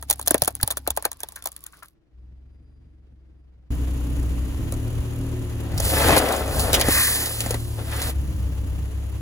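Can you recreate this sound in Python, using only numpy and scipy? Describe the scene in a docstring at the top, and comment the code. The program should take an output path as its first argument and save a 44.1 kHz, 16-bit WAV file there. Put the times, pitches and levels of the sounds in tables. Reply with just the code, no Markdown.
"""Outdoors on asphalt, two closely spaced microphones by a car's tyre; two scenes.
First the car creeps over a hard plastic toy: the shell snaps, creaks and grinds, while the distant
engine slows to an idle and the brake squeals faintly. Then, with the engine much nearer, the tyre
flattens three soda cans: the metal crumples and pops, foam gurgles and the drink sprays out hissing."""
import sys
import numpy as np
from scipy import signal
from scipy.fft import rfft, irfft, next_fast_len
from scipy.io import wavfile
from scipy.ndimage import map_coordinates

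SR = 44100
rng = np.random.default_rng(int(sys.argv[2]) if len(sys.argv) > 2 else 0)


def log_audio(samples):
    """Write samples as a 16-bit WAV file to the path given in sys.argv[1]."""
    # one column per channel
    frames = np.atleast_2d(samples).T
    # limit to full scale, then quantise
    limited = np.clip(frames, -1, 1)
    pcm = np.round(limited * 32767).astype(np.int16)
    wavfile.write(sys.argv[1], SR, pcm)


N = 406161
TIME = np.arange(N) / SR

# the toy breaks: (time [s], relative snap level [dB], half the decay time [s], relative knock level [dB])
SHELL_BREAKS = [(.025, -32, 0.0026, -38.5), (0.0995, -12, 0.001, -29.5), (0.1077, -13, 0.0013, -26),
                (.127, -24, 0.001, -46.5), (.135, -31, .0008, -51.5), (0.194, -30, .0008, -31.5),
                (0.2136, -28.5, 0.00055, -47.5), (.226, -35.5, .001, -51), (0.261, -31, .002, -48),
                (0.2732, -15.5, 0.0017, -26.5), (.28, -14, 0.0013, -32.5), (0.3077, -11, 0.0014, -20),
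                (0.3435, -14.5, 0.0015, -13.5), (.38, -30.5, .0006, -54), (0.4201, -11.5, 0.001, -19.5),
                (0.4368, -27.5, .0005, -50.5), (.447, -25.5, .0005, -52), (.455, -30, .0007, -56),
                (0.4765, -15, 0.00075, -18.5), (0.5524, -25, 0.00023, -57.5), (.6125, -32.5, 0.00033, -60),
                (0.6293, -13, 0.00084, -27), (0.676, -19.5, 0.00056, -30.5), (0.7041, -18.5, .0022, -32),
                (.713, -26, .002, -38.5), (.722, -30, .001, -44), (.7705, -22, .0022, -31.5),
                (0.875, -18.5, 0.0011, -20.5), (0.9043, -18.5, 0.0007, -33), (0.965, -31, 0.00066, -52.5),
                (0.9729, -21, 0.00055, -20.5), (1.0242, -30.5, .001, -40.5), (1.0519, -15.5, 0.0007, -20),
                (1.1159, -28, 0.00038, -41), (1.13, -37, 0.00066, -56), (1.204, -33, 0.0028, -47.5),
                (1.2325, -25.5, 0.0008, -33), (1.287, -34, 0.00093, -51), (1.3216, -40.5, 0.0011, -52),
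                (1.3594, -32.5, 0.00173, -51.5), (1.4226, -38, 0.0014, -53.5),
                (1.4406, -36.5, 0.00047, -61), (1.4573, -22.5, 0.0011, -29.5), (1.472, -26.5, 0.00093, -39),
                (1.5179, -38.5, .0007, -64), (1.5639, -34, 0.00092, -65), (1.6389, -37, 0.000839, -67.5),
                (1.6636, -33, .0008, -57)]
# the tyre squeezes a can: (time [s], rise [s], hold [s], fall [s], gurgle [dB], relative splash [dB])
SQUEEZES = [(6.02, 0.3, 0.067, 0.1082, -23, -27.5), (6.088, 0.032, .09, 0.073, -18, -22),
            (6.2, 0.0389, 0.13, 0.22, -22, -31.5), (6.58, 0.4, 0.13, 0.074, -28.5, -36.5),
            (6.745, 0.026, 0.028, 0.4, -26.5, -29), (7.12, 0.12, 0.15, 0.109, -39, -38),
            (7.47, 0.2889, .085, .03, -38.5, -39.5), (7.79, 0.02225, 0.012, 0.039, -37, -42.5),
            (7.94, 0.16, .16, 0.0373, -40.5, -37)]
# spectra of dry scraping and of bright hiss: (frequency [Hz], level [dB])
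SCRAPE_COLOUR = [(200, -8), (500, -8), (1300, -12.5), (2500, -13.5), (5000, -11), (10000, -32)]
HISS_COLOUR = [(1000, -65), (3000, 0), (4500, 0.5), (6000, -4), (8000, 5), (10500, 2.5), (13000, 2),
               (15600, -1.5), (16200, -45.5)]


def toy_cracks():
    """The hollow plastic shell snaps under the tyre; two weaker splinters follow each break."""
    # modes of the shell: (frequency [Hz], width [Hz], level [dB])
    shell_modes = [(336, 450, 3), (570, 310, 3), (813, 110, 0.5), (1150, 250, -6), (1520, 220, -1.5),
                   (2170, 300, -5)]
    # spectrum of snapping plastic: (frequency [Hz], level [dB])
    snap_colour = [(300, -23), (1500, -16), (2600, -14.5), (3300, -5), (4200, -5), (5400, -11.5),
                   (7000, -1), (9000, 4), (11500, 3), (13500, 2), (15700, -3), (17000, -30.5)]
    wake = [(s + .015 * rng.uniform(.17, 1), db - 22.5) for s, db, *_ in SHELL_BREAKS for _ in range(2)]
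    splinters = [(s, db + rng.normal(0, .5), .00046, db - 14.5) for s, db in wake]
    cracks = fractures(SHELL_BREAKS + splinters, shell_modes, snap_colour, piece_hz=520, snap_db=-2.5,
                       knock_db=-3.5, breadth=.89, ragged_db=9, tail_db=-35, tail_ragged_db=14.5,
                       tail_t60=.035, echo_db=-11, echo_t60=.025)
    return cracks + grinding(snap_colour)


def can_pops():
    """The full cans buckle and split under the tyre."""
    # pops: (time [s], relative snap level [dB], half the decay time [s], relative knock level [dB])
    pops = [(4.7225, -30, 0.00074, -29), (4.737, -37, .0008, -43), (5.777, -25.5, 0.003226, -50),
            (5.7995, -21, .0026, -25.5), (6.02, -26.5, 0.002995, -19.5), (6.083, -19.5, .004, -16),
            (6.166, -17, .004, -22), (6.1785, -14.5, .0041, -29.5), (6.287, -28.5, .002, -29),
            (6.323, -25.5, .002, -23), (6.362, -31, .002, -38.5), (6.477, -35.5, 0.0031, -28.5),
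            (6.595, -19, 0.0049, -49), (6.7305, -15, .0025, -21.5), (6.741, -17.5, .004, -20),
            (6.797, -24.5, 0.0013, -37.5), (6.803, -22.5, .002, -30.5), (6.8122, -17, 0.0011, -27),
            (6.884, -23, .0022, -15), (7.258, -24, 0.0038, -41), (7.405, -20.5, 0.0057, -32),
            (7.461, -28.5, 0.00355, -23.5), (7.507, -22.5, .0012, -32), (7.542, -29.5, 0.002, -21.5),
            (8.018, -23.5, 0.0058, -53.5)]
    # modes of a full can: (frequency [Hz], width [Hz], level [dB])
    can_modes = [(295, 190, 3.5), (520, 52, -7.5), (760, 81, -18), (1305, 320, -7.5), (2020, 260, -7.5)]
    # spectrum of thin metal ripping: (frequency [Hz], level [dB])
    tear_colour = [(300, -9), (1000, -9.5), (2200, -9.5), (3000, -0.5), (4600, 0), (5600, -3.5),
                   (7000, 4.5), (11000, 5), (15700, -4.5), (17000, -31.5)]
    return fractures(pops, can_modes, tear_colour, piece_hz=438, snap_db=-2, knock_db=-4.5, breadth=1.2,
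                     ragged_db=6.5, tail_db=-25, tail_ragged_db=6.5, tail_t60=.1,
                     echo_db=-8, echo_t60=.064)


def fractures(events, modes, colour, piece_hz, snap_db, knock_db, breadth, ragged_db,
              tail_db, tail_ragged_db, tail_t60, echo_db, echo_t60):
    """Each break is a ragged tear trailing off in tiny snaps; the freed wall knocks in its low modes."""
    track, lead = np.zeros(N), SR // 200
    t = (np.arange(SR // 8) - lead) / SR
    after, knots = np.maximum(t, 0), t[::SR // 1500]
    bend_s = .0016  # travel time of a bending wave at 1 kHz; lower ones arrive later

    def equal_energy(x):
        return x * np.sqrt(SR / 100 / np.sum(x ** 2))

    def jerks(depth_db):
        steps = np.clip(rng.standard_normal(len(knots)), -2, 2)
        return unit(amp(depth_db * np.interp(t, knots, steps)))

    for s, tear_db, half_decay, wall_db in events:
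        # the crack starts small, then runs in jerks
        onset = np.where(t < 0, .02 * np.exp(-np.abs(t) / .002), 1 - np.exp(-after / .00039))
        run = jerks(ragged_db) * np.exp(-after / (2 * half_decay))
        tail = jerks(tail_ragged_db) * amp(tail_db - 60 * after / tail_t60)
        splinter_hz = 6200 * np.exp(.35 * rng.normal())
        tear = coloured(onset * (run + tail) * rng.standard_normal(len(t)), colour)
        snap = filtered(tear, lambda f: 1 + 1.4 * peak(f, splinter_hz, 500))
        # the bent wall rattles and rings a little differently every time
        rattle = np.exp(-after / .003) + .26 * np.exp(-after / .012)
        push = (t == 0) + .12 * (t > 0) * rattle * rng.standard_normal(len(t))
        bent = [(hz * np.exp(.073 * rng.normal()), width, db + rng.normal(0, 5.6))
                for hz, width, db in modes]
        wall_hz = piece_hz * 2 ** (-wall_db / 58.5)  # a smaller piece knocks more softly and higher
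        knock = filtered(push, lambda f: np.exp(-4j * np.pi * bend_s * np.sqrt(1000 * f))
                         * peak(f, wall_hz, wall_hz * breadth) * resonances(f, bent))
        add(track, s - lead / SR, amp(tear_db + snap_db) * equal_energy(snap))
        add(track, s - lead / SR, amp(wall_db + knock_db) * equal_energy(knock))
    return mic_pair(track) + amp(echo_db) * underbody(track, echo_t60)


def thumps():
    """Hollow parts cave in under the tyre with a few low cycles."""
    # collapses: (time [s], relative level [dB], frequency [Hz], t60 [s])
    collapses = [(0.312, -18.5, 307.5, 0.032), (0.347, -19.5, 277.6, 0.032), (0.425, -21.5, 130.4, 0.032),
                 (0.635, -15, 100.3, 0.029), (.907, -30.5, 76, 0.07), (6.8858, -9, 265.7, 0.0239),
                 (7.507, -22, 482.9, 0.046)]
    track, t = np.zeros(N), np.arange(SR // 5) / SR
    for s, db, hz, t60 in collapses:
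        envelope = amp(db + 4.5 - 60 * t / t60) * (1 - np.exp(-t / .00023))
        add(track, s, envelope * np.sin(2 * np.pi * hz * t))
    return mic_pair(track)


def foam():
    """Foam gurgles from under the tyre and drink splashes on the road."""
    # spectra of gurgle and splash: (frequency [Hz], level [dB])
    gurgle_colour = [(90, -33), (220, 1.5), (330, 1), (480, 4.5), (750, 2), (1000, -5), (1500, -8.5),
                     (4000, -48)]
    splash_colour = [(400, -42.5), (900, -3.5), (1300, -0.5), (1900, 0), (2500, -4.5), (3500, -4),
                     (6000, -27), (12000, -45)]
    flow = swells(SQUEEZES) * amp(1.9 * wobble(70))
    bubbles = grains(900, spread_db=2.5) + .6 * grains(6000, spread_db=2.5)
    gurgle = flow * wide(bubbles, gurgle_colour, diffuse_db=-7.5)
    spill = swells(SQUEEZES, column=1) * amp(-.76 + 2.4 * wobble(90))
    drops = grains(900, spread_db=3.5)
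    return gurgle + spill * wide(drops, splash_colour, diffuse_db=6)


def jets():
    """Gas and drink hiss out through splits in fine jets."""
    # leaks: (time [s], rise [s], hold [s], fall [s], relative level [dB])
    leaks = [(5.85, 0.071, 0.34, 0.014, -26.5), (6.21, 0.044, 0.17, 0.13, -33.5),
             (6.6, 0.2, 0.017, 0.28, -28.5), (6.76, .03, 0.033, 0.18, -37), (6.92, 0.12, 0.15, 0.467, -21),
             (7.42, .05, 0.11, 0.028, -41), (7.6, 0.1, 0.21, .1, -54), (8.03, 0.32, 0.0728, 0.024, -33.5)]
    flow = swells(leaks) * amp(2 + .93 * wobble(110))
    spray = 1.4 * rng.standard_normal(N) + 1.2 * grains(3000, spread_db=2)
    return flow * wide(spray, HISS_COLOUR, diffuse_db=-34)


def gush():
    """Drink and gas sputter out of the last can, through its broad resonances."""
    # outflow: (time [s], rise [s], hold [s], fall [s], level [dB])
    outflow = (6.965, 0.22, 0.035, 0.27, -24)
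    # modes of the emptying can: (frequency [Hz], width per stage [Hz], level [dB])
    modes = [(1150, 280, -6), (1850, 520, 0), (2380, 280, -6)]
    sputter = amp(1.5 * wobble(140)) * (rng.standard_normal(N) + grains(1500, spread_db=3))
    ring = unit(filtered(sputter, lambda f: resonances(f, modes, stages=2)))
    return mic_pair(swells([outflow]) * ring)


def bursts():
    """Gas blasts through a fresh split in the last can and bounces between road and car."""
    # blasts: (time [s], rise [s], hold [s], fall [s], level [dB])
    blasts = [(6.742, 0.016, 0.006, 0.03, -17), (6.812, 0.003, 0.0026, 0.02, -20.5)]
    gas = rng.standard_normal(N) + grains(2500, spread_db=3)
    puffs = swells(blasts) * unit(filtered(gas, lambda f: peak(f, hz=3805, width=4500)))
    return mic_pair(puffs) + .5 * underbody(puffs, t60=.0098)


def crinkles():
    """Each squeeze folds the can wall in tiny buckles that tick and ring."""
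    # modes of the thin wall: (frequency [Hz], width [Hz], level [dB])
    wall_modes = [(532, 23, 8.5), (876, 12, 1.5), (1342, 20, -4), (1736, 35, 3), (1960, 30, 2.5),
                  (2020, 16, 3), (2535, 51, 4.5), (2633, 37, -10), (4270, 50, -2.5)]
    buckles = grains(260, spread_db=4)
    ring = amp(-6.5) * unit(filtered(buckles, lambda f: resonances(f, wall_modes)))
    ticks = amp(-10.5) * coloured(buckles, SCRAPE_COLOUR)
    return swells(SQUEEZES, column=1) * mic_pair(ring + ticks)


def creaks():
    """Broken edges rub together, each time exciting one narrow resonance of the shell."""
    # rubs: (time [s], relative level [dB], frequency [Hz], decay time [s])
    rubs = [(0.6, -28, 1710, .005), (0.718, -39, 1150, 0.0124), (0.864, -34, 1300, 0.0102),
            (1.043, -31.5, 1593, 0.0089), (1.049, -19.5, 4290, 0.0041), (1.205, -50, 1790, 0.029),
            (1.361, -39, 1540, 0.0212), (1.563, -54, 1700, 0.0132), (1.652, -50, 1500, .022),
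            (1.731, -46, 1380, 0.0217), (1.824, -38.5, 1290, 0.013)]
    track, t = np.zeros(N), np.arange(SR // 6) / SR
    for s, db, hz, decay in rubs:
        slips = rng.standard_normal(len(t)) * (rng.random(len(t)) < .06)
        rub = unit(filtered(slips, lambda f: peak(f, hz, width=420)))
        add(track, s, amp(db - 1) * rub * (1 - np.exp(-t / .0011)) * np.exp(-t / decay))
    return mic_pair(track)


def grinding(snap_colour):
    """Splinters grind and crackle on the asphalt and ring in the gap under the tread."""
    # resonance of the gap as the tyre rolls on: (time [s], frequency [Hz])
    tread_gap = [(0, 760), (.55, 728), (1.1, 1059), (1.9, 1178)]
    strain_s, settle_s = .0049, .015  # crackle builds just before a break, then the grit settles
    stirred = sum(amp(db) * np.exp(-np.maximum((s - TIME) / strain_s, (TIME - s) / settle_s).clip(0, 20))
                  for s, db, *_ in SHELL_BREAKS)
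    shifting = amp(4.2 * wobble(55))  # the pieces move in fits and starts
    gap_ring = amp(-5.5) * band(curves(tread_gap)[0], width_hz=260)
    grit = wide(grains(980, spread_db=2.5), SCRAPE_COLOUR, diffuse_db=9.5)
    scrape = (amp(-65) * shifting + amp(-28.5) * stirred) * (grit + gap_ring)
    # a splinter crunches for about a millisecond
    crunches = signal.lfilter([1], [1, -np.exp(-1 / (.001 * SR))], np.abs(grains(260, spread_db=7)))
    snaps = wide(unit(crunches * rng.standard_normal(N)), snap_colour, diffuse_db=-18.5)
    crackle = (amp(-56) * shifting + amp(-38) * stirred) * snaps
    return (scrape + crackle) * between(-1, 1.89, fade=.12)


def near_car():
    """Close up, the engine revs twice; drone, fan and belt pulley fade once it passes the microphones."""
    # engine speed: (time [s], firing rate [Hz])
    speed = [(3.72, 31.7), (4.01, 31.5), (4.38, 31), (4.94, 39.2), (5.34, 38.48), (6.04, 34.1), (6.1, 34.7),
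             (6.83, 34.0), (7.58, 37.75), (8.4, 32.4), (9.2, 33.7)]
    # the engine eases as the tyre rolls off a can: (time [s], rise [s], hold [s], fall [s])
    roll_offs = [(6.276, 0.14, 0.12, 0.066), (7.048, 0.17, .3, 0.166)]
    # spectrum of the fan close up: (frequency [Hz], level [dB])
    fan_colour = [(60, -4.5), (170, 0), (330, -2.5), (500, -5.5), (800, -13), (1000, -12.5), (1600, -18.5),
                  (1850, -17), (2200, -20), (2900, -16.5), (3900, -23.5), (5500, -28.5), (6900, -20.5),
                  (8300, -30.5), (10500, -21), (13500, -29), (15600, -30), (16300, -56)]
    # a thin whistle from the engine bay: (time [s], rise [s], hold [s], fall [s], level [dB])
    whistle_swell = (3.7, 1, 1.3, 2.3, -69)
    rate, = curves(speed)
    away_db = -4.5 * np.maximum(TIME - 6, 0)  # the engine bay passes at 6 s
    load_db = -4.5 * sum(swell(*row) for row in roll_offs)
    motor = engine(rate, exhaust_db=load_db - 24.5, drone_db=load_db + away_db - 35,
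                   fan_db=.27 * away_db - 39.5, fan_colour=fan_colour, throb=.42, rough_db=3.5, orders=16)
    pulley = tone(9.5 * rate, load_db + .5 * away_db - 44.5, waver_db=2.5)
    whistle = swells([whistle_swell]) * band(np.full(N, 14800), width_hz=50)
    ticking = amp(.25 * away_db - 54) * valves(rate)
    return motor + ticking + pulley + whistle + amp(load_db) * rumble()


def far_car():
    """Farther off, the engine pulls, then idles; the brake squeals faintly as the car stops."""
    # engine speed and load: (time [s], firing rate [Hz], relative level [dB])
    running = [(0, 33.06, -39.5), (.62, 35, -39), (.9, 32.5, -41), (1.2, 23, -50.5), (2.1, 18.2, -64),
               (2.16, 20.4, -44), (2.5, 22.4, -44.5), (2.75, 23.08, -45.5), (3.7, 20.76, -51)]
    # spectrum of the distant fan: (frequency [Hz], level [dB])
    fan_colour = [(60, 0), (150, 4), (255, -11), (308, 6), (370, -7), (1000, -21.5), (2000, -24),
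                  (4000, -31), (14000, -49.5)]
    # fundamental of the squeal: (time [s], frequency [Hz], level [dB])
    squeal = [(2.1, 4930, -115), (2.19, 4925, -92), (2.45, 4830, -99), (2.51, 4930, -88),
              (2.84, 4800, -89.5), (3.1, 4880, -99)]
    rate, load_db = curves(running)
    motor = engine(rate, exhaust_db=load_db, drone_db=load_db - 12.5, fan_db=.23 * load_db - 50,
                   fan_colour=fan_colour, throb=1.5, rough_db=3, orders=11)
    brake_hz, brake_db = curves(squeal)
    return motor + sum(tone(k * brake_hz, brake_db, waver_db=4) / k for k in (1, 2))


def engine(rate, exhaust_db, drone_db, fan_db, fan_colour, throb, rough_db, orders):
    """Firing orders sound through exhaust and body; the fan noise throbs with each firing."""
    # responses of the exhaust pipe (two resonances) and the car body: (frequency [Hz], gain [dB])
    pipe = [(40, -11.5), (52, -9.5), (63, 0), (66, -2), (72, -9.5), (78, -8.5), (95, -18), (103, -11),
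            (114, -5)]
    body = [(20, -8), (36, 4), (100, 5.5), (130, 2), (165, -7), (200, -8.5), (220, -14), (232, -6),
            (268, 3), (295, -1), (325, -14.5), (430, -20.5), (700, -20)]

    def order(k, response, phase):
        return amp(along(response, k * rate)) * np.sin(k * phase + rng.uniform(0, 2 * np.pi))

    firing = phase_of(rate)
    exhaust = np.sqrt(2) * amp(exhaust_db) * sum(order(k, pipe, firing) for k in (2, 3))
    uneven = firing + .021 * wobble(12)  # uneven firings blur the high orders
    drone = sum(order(k, body, uneven) for k in (1, *range(4, orders + 1)))
    drone = amp(drone_db + rough_db * wobble(30)) * unit(drone)
    beat = unit(amp(throb * np.cos(firing) + 1.3 * wobble(70)))
    air = rng.standard_normal(N) + .51 * grains(260, spread_db=4)
    return mic_pair(exhaust + drone) + amp(fan_db) * beat * wide(air, fan_colour, diffuse_db=5.5)


def rumble():
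    """A lumpy rumble under the near engine; the suspension jolts onto and off the cans."""
    # jolts: (time [s], rise [s], hold [s], fall [s], level [dB])
    jolts = [(5.745, .06, 0.11, 0.316, -25), (6.1, .3, 0.074, .12, -25), (6.5, 0.1, .37, 0.23, -28.5),
             (8.28, 0.39, .08, 0.87, -27.5)]
    # spectra of rumble and jolts: (frequency [Hz], level [dB])
    rumble_colour = [(18, -31), (32, -6), (55, -2), (85, -9), (120, -9.5), (200, -23.5), (400, -57)]
    jolt_colour = [(18, -30), (32, -10), (60, 1.5), (85, -1), (130, -8), (200, -18), (400, -50.5)]
    bed = amp(-34 + 2.5 * wobble(5)) * wide(rng.standard_normal(N), rumble_colour, diffuse_db=-4)
    return bed + swells(jolts) * wide(rng.standard_normal(N), jolt_colour, diffuse_db=-9)


def valves(rate):
    """The valve gear gives one bright tick with every firing."""
    ticks = np.exp(1.25 * np.cos(phase_of(rate))) * amp(2.8 * wobble(240))
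    return mic_pair(coloured(ticks * rng.standard_normal(N), HISS_COLOUR))


def underbody(x, t60):
    """The short, dense echo between road and car, different at each microphone."""
    # spectrum of the echo: (frequency [Hz], level [dB])
    echo_colour = [(200, -14.5), (900, 1.5), (2000, -2), (5000, -2), (8000, -12.5), (16000, -17.5)]
    t = np.arange(SR // 10) / SR
    tail = coloured(rng.standard_normal((2, len(t))), echo_colour) * amp(-60 * t / t60)
    return signal.oaconvolve(x[None], tail / np.linalg.norm(tail[0]), axes=1)[:, :N]


def mic_pair(x):
    """The direct sound reaches the two microphones with different phase and level."""
    # phase between the microphones: (frequency [Hz], lead of the left [rad])
    lead = [(20, 0), (700, .15), (1700, .6), (3100, 3), (4300, 4.3), (6400, 6), (8560, 3.14), (10950, 0),
            (13400, -3.14), (15800, -6.28)]
    # their balance: (frequency [Hz], left minus right [dB])
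    balance = [(60, 1), (250, 1.5), (600, 6.5), (1200, 7), (2500, 1.5), (4500, -3), (9000, 0)]
    side = np.array([[.5], [-.5]])
    return filtered(x, lambda hz: np.exp(1j * side * along(lead, hz)) * amp(side * along(balance, hz)))


def wide(x, spectrum, diffuse_db):
    """Direct sound, weak echoes from car and road, and separate scatter at each microphone; rms 1."""
    echoes = sum(rng.choice([-1, 1]) * np.roll(x, lag) for lag in rng.integers(SR // 500, SR // 30, 10))
    scatter = amp(diffuse_db) * rng.standard_normal((2, N))
    return coloured(mic_pair(x + .14 * echoes) + scatter, spectrum)


def grains(rate, spread_db):
    """Random tiny impacts of unequal size, at rms 1."""
    count = rng.poisson(rate * N / SR)
    sizes = rng.choice([-1, 1], count) * amp(spread_db * np.minimum(rng.exponential(size=count), 4))
    return unit(np.bincount(rng.integers(0, N, count), sizes, N))


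def tone(hz, db, waver_db):
    """A slightly unsteady tone."""
    level = np.sqrt(2) * amp(db + waver_db * wobble(30))
    return level * np.sin(phase_of(hz * (1 + .004 * wobble(30))))


def band(hz, width_hz):
    """Narrow noise around a pitch given for every sample, at rms 1."""
    phase = phase_of(hz)
    return unit(wobble(width_hz) * np.cos(phase) + wobble(width_hz) * np.sin(phase))


def phase_of(hz):
    """The running phase of a changing pitch."""
    return 2 * np.pi * np.cumsum(hz) / SR


def wobble(rate):
    """A smooth random curve, rate knots a second."""
    knots = rng.standard_normal(int(N * rate / SR) + 4)
    return map_coordinates(knots, [TIME * rate], order=2)


def swell(s, rise, hold, fall):
    """A gain that is full from s for the hold time; rise and fall each span 20 dB."""
    return 10 ** -np.minimum(np.maximum(s - TIME, 0) / rise + np.maximum(TIME - s - hold, 0) / fall, 10)


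def swells(rows, column=0):
    """The joint gain of overlapping swells; column picks one of their levels."""
    return np.sqrt(sum((amp(row[4 + column]) * swell(*row[:4])) ** 2 for row in rows))


def between(start, end, fade=.0023):
    """A gain of 1 from start to end, with short ramps."""
    return np.clip(np.minimum(TIME - start, end - TIME) / fade + .5, 0, 1)


def curves(rows):
    """One value per sample for each column after the time."""
    times, *columns = np.transpose(rows)
    return [np.interp(TIME, times, column) for column in columns]


def along(points, hz):
    """(frequency, value) points read on a log axis."""
    f, values = np.transpose(points)
    return np.interp(np.log(hz + 1), np.log(f + 1), values)


def peak(f, hz, width):
    """The response of one resonance."""
    return 1j * f * width / (hz * hz - f * f + 1j * f * width)


def resonances(f, modes, stages=1):
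    """The summed response of several modes."""
    return sum(amp(db) * peak(f, hz, width) ** stages for hz, width, db in modes)


def filtered(x, response):
    """x times a complex response of frequency."""
    size = x.shape[-1]
    padded = next_fast_len(size + size // 16, True)
    return irfft(rfft(x, padded) * response(np.fft.rfftfreq(padded, 1 / SR)), padded)[..., :size]


def coloured(x, spectrum):
    """x shaped by a spectrum, at rms 1."""
    return unit(filtered(x, lambda hz: amp(along(spectrum, hz))))


def add(track, s, sound):
    """Mix a short sound into the track at time s."""
    part = track[max(round(s * SR), 0):][:len(sound)]
    part += sound[:len(part)]


def amp(db):
    """Decibels to gain."""
    return 10 ** (np.asarray(db) / 20)


def unit(x):
    """Scale to rms 1."""
    return x / np.sqrt(np.mean(x ** 2) + 1e-20)


def scene():
    """First the toy with the engine far off, then the cans with it close by."""
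    near = between(3.705, np.inf)
    car = (1 - near) * far_car() + near * near_car()
    toy = toy_cracks() + creaks()
    cans = can_pops() + foam() + jets() + gush() + bursts() + crinkles()
    return toy + cans + thumps() + car


def record(dry):
    """Peaks are rounded off, and nothing is kept above 17 kHz."""
    rounded = dry / (1 + np.abs(dry / .9) ** 6) ** (1 / 6)
    return filtered(rounded, lambda hz: hz < 17000)


dry = scene()
out = record(dry)
log_audio(out)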